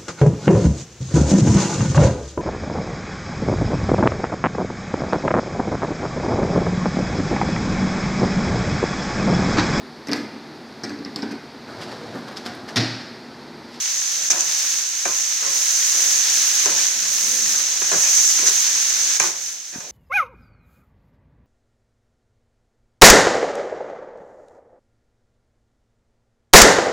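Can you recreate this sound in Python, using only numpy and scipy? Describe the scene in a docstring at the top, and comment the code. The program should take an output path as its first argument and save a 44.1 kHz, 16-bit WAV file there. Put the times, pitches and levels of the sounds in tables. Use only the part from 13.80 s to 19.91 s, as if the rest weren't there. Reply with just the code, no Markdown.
"""Meat and herbs sizzle in a steel wok in a small kitchen: countless tiny steam bursts over a gas flame.
From half a second on, a metal spatula knocks and scrapes the food-damped pan, which rocks on its ring;
the hiss flares briefly, and each stir swells the sizzle. A faint hum passes just after three seconds.
Near the end the food is pushed off the hot centre and the sizzle sinks.
All of it is heard close up, through a microphone port that rings near 6 kHz."""
import sys
import numpy as np
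from scipy import signal
from scipy.fft import rfft, irfft
from scipy.io import wavfile

SR = 44100
rng = np.random.default_rng(int(sys.argv[2]) if len(sys.argv) > 2 else 0)


def materialize(psi):
    """Save the field psi as 16-bit PCM at rate SR to the path in sys.argv[1].

    A 1-D psi becomes a single channel; in a 2-D psi each row is a channel.
    """
    bounded = np.clip(np.atleast_2d(psi).T, -1, 1)
    quanta = np.round(bounded * 32767).astype(np.int16)
    wavfile.write(sys.argv[1], SR, quanta)


N = 269451
TIME = np.arange(N) / SR
AGE = TIME[:SR // 2]  # seconds since a blow
FFT_SIZE = 9 * 2 ** 15
FREQ = np.maximum(np.arange(FFT_SIZE // 2 + 1) * SR / FFT_SIZE, 1)


def amp(db):
    """Decibels to gain."""
    return 10 ** (np.asarray(db) / 20)


def fader(points):
    """Straight ramps between (time_s, level_db) points."""
    return np.interp(TIME, *np.transpose(points))


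def level(x, db):
    """Set the rms of the middle of a stereo pair."""
    return x * amp(db) / np.std(x.mean(axis=0))


def pan(left_db):
    """Channel gains for a left minus right level."""
    return amp(np.array([[left_db], [-left_db]]) / 2)


def shape(x, gain):
    """Causal filter with the given gain at each frequency."""
    cepstrum = irfft(np.log(gain))[:FFT_SIZE // 2]
    cepstrum[1:] *= 2
    return irfft(rfft(x, FFT_SIZE) * np.exp(rfft(cepstrum, FFT_SIZE)))[..., :N]


def equalise(x, points):
    """EQ through (freq_hz, gain_db) points; white noise keeps its power."""
    hz, db = np.transpose(points)
    gain = amp(np.interp(np.log(FREQ), np.log(hz), db))
    return shape(x, gain / np.sqrt(np.mean(gain ** 2)))


def noise(correlation, size=N):
    """Stereo white noise: correlation 1 is mono, 0 is wide."""
    mid, side = rng.standard_normal((2, size))
    return np.sqrt((1 + correlation) / 2) * mid + np.sqrt((1 - correlation) / 2) * np.array([side, -side])


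def drift(rate_hz):
    """A random wander of unit spread."""
    knots = rng.standard_normal(2048)
    wander = np.interp(TIME * rate_hz, np.arange(len(knots)), knots)
    return wander / wander.std()


def decay(t60_s):
    """Half a second of exponential decay."""
    return np.exp(-np.log(1000) * np.minimum(AGE / t60_s, 10))


def bump(centre_s, half_width_s):
    """A brief bell-shaped swell."""
    return np.exp(-((TIME - centre_s) / half_width_s) ** 2)


def add(out, x, start_s):
    """Mix a short sound in at a time."""
    start = int(start_s * SR)
    out[:, start:start + x.shape[-1]] += x[..., :N - start]


def bursts(per_s, spread_db, t60_s, correlation):
    """Random steam bursts, many small and a few large, each with a short echo off pan and walls."""
    sizes = amp(spread_db * np.minimum(rng.exponential(size=N), 2 * np.pi))
    energy = (rng.random(N) < per_s / SR) * sizes ** 2
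    direct, echo = decay(t60_s) ** 2, decay(0.21) ** 2
    power = signal.fftconvolve(energy, direct / direct.sum() + echo / echo.sum())[:N]
    return noise(correlation) * np.sqrt(np.abs(power))


# how hard the food fries between stirs: time_s, fader_db
FRYING_FADER = [(0.0, -24.5), (1.2, -26), (2.3, -21), (3.2, -23), (4.0, -23), (4.4, -20), (5.47, -21.5),
                (5.53, -30), (5.82, -35.5), (6.11, -38)]
# the sizzle dips briefly: centre_s, half_width_s, gain_db
SIZZLE_DIPS = [(.496, 0.0052, -13), (1.246, .008, -2.5), (5.391, 0.014, -6)]
# brief bright flares of hiss, mostly as the spatula strikes or scrapes: centre_s, boost_db
HISS_FLARES = [(.511, 11), (.609, 4), (4.372, 2), (4.678, 6.5)]
# tone of the bubbling (fuller lows on the left), the steam and the oil: freq_hz, gain_db
BUBBLE_LEFT_EQ = [(100, -36), (300, -21.5), (600, -13), (1150, -6), (1700, -1.5), (2900, -4), (4200, -3),
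                  (5500, -5), (8000, -43)]
BUBBLE_RIGHT_EQ = [(100, -33), (300, -29), (600, -9), (1150, -7.5), (1700, 2), (2900, 1.5), (4200, 2),
                   (5500, -4), (8000, -44)]
STEAM_EQ = [(2500, -43.5), (4000, -23.5), (5200, -4), (6300, 1), (8000, -3.5), (9500, -8.5), (13000, -50)]
OIL_EQ = [(5000, -55), (8000, -3), (9800, -1), (13000, 3), (16000, 0.4)]


def sizzle():
    """Water bubbles out of the food, flashes to steam on the steel and throws a fine spray of oil."""
    dip_db = sum(db * bump(centre_s, half_width_s) for centre_s, half_width_s, db in SIZZLE_DIPS)
    flare_db = sum(db * bump(centre_s, half_width_s=0.016) for centre_s, db in HISS_FLARES)
    follow_db = 0.59 * flare_db  # bubbles and oil follow a flare only in part
    steam_db, oil_db, bubble_db = stirring()
    bubbles = bursts(per_s=6300, spread_db=2.5, t60_s=0.0011, correlation=0.46)
    steam = bursts(per_s=3400, spread_db=0.6, t60_s=0.003, correlation=0.16)
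    oil = bursts(per_s=5700, spread_db=3.0, t60_s=0.005, correlation=-0.11)
    bubbling = np.array([equalise(bubbles[0], BUBBLE_LEFT_EQ), equalise(bubbles[1], BUBBLE_RIGHT_EQ)])
    bubbling = level(bubbling, -11) * amp(bubble_db + follow_db) * pan(1.0)
    hiss = level(equalise(steam, STEAM_EQ), -13) * amp(steam_db + flare_db) * pan(-3.5)
    spray = level(equalise(oil, OIL_EQ), -9.5) * amp(oil_db + follow_db)
    return (bubbling + hiss + spray) * amp(fader(FRYING_FADER) + dip_db)


# rise and fall of the gas flame: time_s, fader_db
FLAME_FADER = [(0.0, -59.5), (0.58, -53), (1.09, -62.5), (2.94, -54.5), (3.59, -55), (4.59, -55.5),
               (5.27, -56.5), (5.92, -66.5), (6.11, -52.5)]
# tone of its roar and its flutter: freq_hz, gain_db
ROAR_EQ = [(20, -25), (45, -8), (65, -11.5), (120, 2.5), (200, 1), (350, 3.5), (700, 3.5), (1500, -15),
           (5000, -29)]
FLUTTER_EQ = [(60, -25), (250, -23), (500, -3), (1200, -3), (4000, -42)]


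def flame():
    """Burning gas makes a low mono roar with a wide flutter above it."""
    roar = equalise(noise(1.0), ROAR_EQ)
    flutter = 0.25 * equalise(noise(0), FLUTTER_EQ)
    flame_db = fader(FLAME_FADER) + 1.4 * drift(17)
    return level(roar + flutter, 4.2) * amp(flame_db) * pan(1.3)


def contact(force, cutoff_hz):
    """A soft, long push loses its treble; a short, glancing touch loses its bass."""
    soft = signal.sosfilt(signal.butter(2, cutoff_hz, fs=SR, output="sos"), force)
    return signal.sosfilt(signal.butter(1, cutoff_hz / 4, "high", fs=SR, output="sos"), soft)


# spatula hits: start_s, force_db, cutoff_hz, click_db, bounce_gap_s, first_bounce_db (relative to the hit)
SPATULA_KNOCKS = [(.503, -21, 4000, -19, 0.027, -2.5), (.607, -31, 3000, -22, .01, -12),
                  (1.254, -15, 1650, -23.5, .007, -5), (1.63, -27, 1400, -44, 0.037, -3),
                  (2.149, -27.5, 1200, -38, .03, -12), (2.858, -13.5, 1170, -17, .035, -8),
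                  (4.019, -19, 1300, -42, .008, -10), (4.116, -15.5, 1550, -19.5, 0.013, -4),
                  (4.589, -23, 3200, -26, 0.033, -10), (5.399, -12.5, 2740, -13.5, .021, -12),
                  (5.442, -19, 850, -37, .03, -7), (6.005, -30.5, 1700, -37, .01, -14)]
# tone of the blade's click: freq_hz, gain_db
CLICK_EQ = [(300, -41), (1500, -3), (3500, -11), (6000, 17), (9000, 17), (16000, -14)]


def knocks():
    """The blade clicks on the steel and bounces twice, weaker and duller: gives forces and clicks."""
    bounce_loss_db, cutoff_kept = 2.5, 0.6
    impulse = signal.unit_impulse(len(AGE))
    forces, clicks = [], np.zeros((2, N))
    for start_s, force_db, cutoff_hz, click_db, gap_s, first_bounce_db in SPATULA_KNOCKS:
        bounce_db = force_db + first_bounce_db
        for bounce, touch_db in enumerate([force_db, bounce_db, bounce_db - bounce_loss_db]):
            push = amp(touch_db) * contact(impulse, cutoff_hz * cutoff_kept ** bounce)
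            forces.append((start_s + bounce * gap_s, push))
        envelope = decay(0.015) + 0.04 * decay(0.18)  # dry crack, faint echo
        add(clicks, amp(click_db) * noise(0.077, len(AGE)) * envelope, start_s)
    return forces, equalise(clicks, CLICK_EQ) * pan(-2.0)


# wok modes, damped by food and burner ring: pitch_hz, relative_db, t60_s
WOK_MODES = [(172.5, -3, 0.13), (345, 3.5, 0.14), (402, -0.5, 0.15), (568, -1.5, 0.34), (720, -6, 0.17),
             (902, -7.5, 0.35), (990, -25, 0.32), (1048, -2.5, 0.26), (1217, -2.5, 0.22),
             (1170, -48, 0.087), (1480, 8.5, 0.064), (1590, 5, 0.08), (1672, 10, 0.046), (1717, 3.5, 0.13),
             (2360, 5, 0.087), (2400, 3, 0.14), (2490, 7.5, 0.2)]
# tone of the pan's clatter: freq_hz, gain_db
CLATTER_EQ = [(30, -1), (110, -11.5), (320, -3), (560, 2.5), (900, 3), (1800, 3), (2600, 5), (3200, -7),
              (9000, -11)]


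def wok(forces):
    """The pan answers each (start_s, force) with its modes and a clatter that the kitchen prolongs."""
    modes = np.array([amp(db) * decay(t60_s) * np.exp(2j * np.pi * hz * AGE)
                      for hz, db, t60_s in WOK_MODES])
    modes_db, room_db = -19.5, -16
    ring, clatter = np.zeros((2, 2, N))
    for start_s, force in forces:
        # every spot on the pan rings differently
        spot, phase, *channel_phases = rng.standard_normal((4, len(modes)))
        weights = amp(modes_db + 2 * spot) * np.exp(1j * (np.pi * phase + np.array(channel_phases)))
        direct = noise(0.43, len(AGE)) * decay(0.039)
        room = amp(room_db) * noise(0.15, len(AGE)) * decay(0.55)
        add(ring, signal.fftconvolve(force[None], np.imag(weights @ modes), axes=1), start_s)
        add(clatter, signal.fftconvolve(force[None], direct + room, axes=1), start_s)
    return (ring + equalise(clatter, CLATTER_EQ)) * pan(3.4)


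# blade strokes along the steel: start_s, length_s, force_db, cutoff_hz
SPATULA_SCRAPES = [(.507, 0.21, -30.5, 1420), (1.263, 0.078, -30.5, 1100), (1.599, 0.26, -32, 1210),
                   (2.139, 0.34, -40, 800), (2.858, 0.12, -25, 1030), (2.97, .07, -34, 3500),
                   (3.722, 0.19, -38, 1300), (4.115, 0.11, -24.5, 1290), (4.225, 0.084, -27.5, 5030),
                   (4.612, 0.14, -28, 900), (4.67, 0.028, -40, 4530), (5.403, 0.12, -23.5, 1280),
                   (5.919, 0.11, -38, 1400), (5.979, .26, -44.5, 1110)]


def scrapes():
    """The edge sticks and slips in uneven steps: gives forces on the pan."""
    slips_per_s = 1400
    forces = []
    for start_s, length_s, force_db, cutoff_hz in SPATULA_SCRAPES:
        slips = (rng.random(len(AGE)) < slips_per_s / SR) * rng.uniform(-1.12, 1, len(AGE))
        progress = np.minimum(AGE / length_s, 1)
        # the blade bites quickly and eases off as food gathers under it
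        pressure = np.minimum(10 * progress, 1) * (1 - progress)
        forces.append((start_s, amp(force_db) * contact(slips * pressure, cutoff_hz)))
    return forces


# thuds of the wok on the burner ring: start_s, gain_db, pitch_hz
RING_THUDS = [(.515, -23, 350), (2.887, -25, 229), (4.160, -21, 200), (4.599, -24, 327), (5.41, -23, 170),
              (5.958, -17.5, 247)]


def rocking():
    """The pushed wok tips with a few dull cycles, then drops back once, softer and lower."""
    settle_s, settle_db, settle_ratio = 0.024, -5, 0.74
    envelope = decay(0.022) - decay(0.0086)
    out = np.zeros((2, N))
    for start_s, gain_db, pitch_hz in RING_THUDS:
        phase = 2 * np.pi * pitch_hz * AGE
        add(out, amp(gain_db) * np.sin(phase) * envelope, start_s)
        add(out, amp(gain_db + settle_db) * np.sin(settle_ratio * phase) * envelope, start_s + settle_s)
    return signal.sosfilt(signal.butter(2, 60, "high", fs=SR, output="sos"), out) * pan(1.7)


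# swells of the sizzle as the food is turned: start_s, length_s, steam_db, oil_db, bubble_db
STIR_SWELLS = [(0.618, 0.34, 2, 4, 3), (1.218, 0.22, 1.5, 2, 0.7), (1.662, 0.71, 2, 4, 0.8),
               (2.406, 0.43, 1.6, 3.5, 2.5), (2.888, 0.14, 3, 3.5, 3), (3.246, 0.33, 1.5, 5, 0.5),
               (3.606, 0.13, 2.5, 5, 1.7), (4.095, 0.41, 3, 3.5, -0.3), (4.636, 0.18, 0.7, 3.5, 0.2),
               (5.573, 0.11, 4, 5, 2)]


def stirring():
    """Wet food lands on hot steel: gives swells in dB for steam, oil and bubbles, held while it moves."""
    attack_s, release_s = 0.1, 0.099
    swells_db = np.zeros((3, N))
    for start_s, length_s, *layers_db in STIR_SWELLS:
        attack = np.clip((TIME - start_s) / attack_s, 0, 1)
        release = np.clip(1 - (TIME - start_s - length_s) / release_s, 0, 1)
        swells_db += np.outer(layers_db, attack * release)
    return swells_db


# tones of the passing hum: start_s, length_s, pitch_hz, waver_width_hz, level_db
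HUM_TONES = [(3.132, 0.26, 217, 45, -53.5), (3.386, 0.41, 226, 44, -45), (3.44, 0.31, 360, 72.7, -49),
             (3.43, 0.23, 505, 13, -46)]


def hum():
    """Faint low tones waver in pitch and level."""
    out = np.zeros(N)
    for start_s, length_s, pitch_hz, waver_width_hz, level_db in HUM_TONES:
        progress = np.clip((TIME - start_s) / length_s, 0, 1)
        swell = np.sqrt(np.abs(np.sin(np.pi * progress)))
        phase = 2 * np.pi * np.cumsum(pitch_hz + waver_width_hz / 2 * drift(130)) / SR
        out += amp(level_db + 2 * drift(70)) * swell * np.sin(phase)
    return out * pan(3.6)


def scene():
    """The spatula plays the wok over a bed of sizzle, flame and hum."""
    bed = sizzle() + flame() + hum()
    knock_forces, clicks = knocks()
    return bed + clicks + wok(knock_forces + scrapes()) + rocking()


def record(dry):
    """The microphone port resonates, the loudest peaks are rounded and the top is cut."""
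    port_hz, width_hz, leak_db, top_hz = 6265, 922, -9.5, 16200
    resonance = 1 / np.abs(1 - (FREQ / port_hz) ** 2 + 1j * FREQ * width_hz / port_hz ** 2)
    heard = shape(dry, np.hypot(resonance, amp(leak_db)))
    rounded = heard / (1 + heard ** 4) ** (1 / 4)
    return signal.sosfilt(signal.ellip(12, 0.2, 60, top_hz, fs=SR, output="sos"), rounded)


dry = scene()
out = record(dry)
materialize(out)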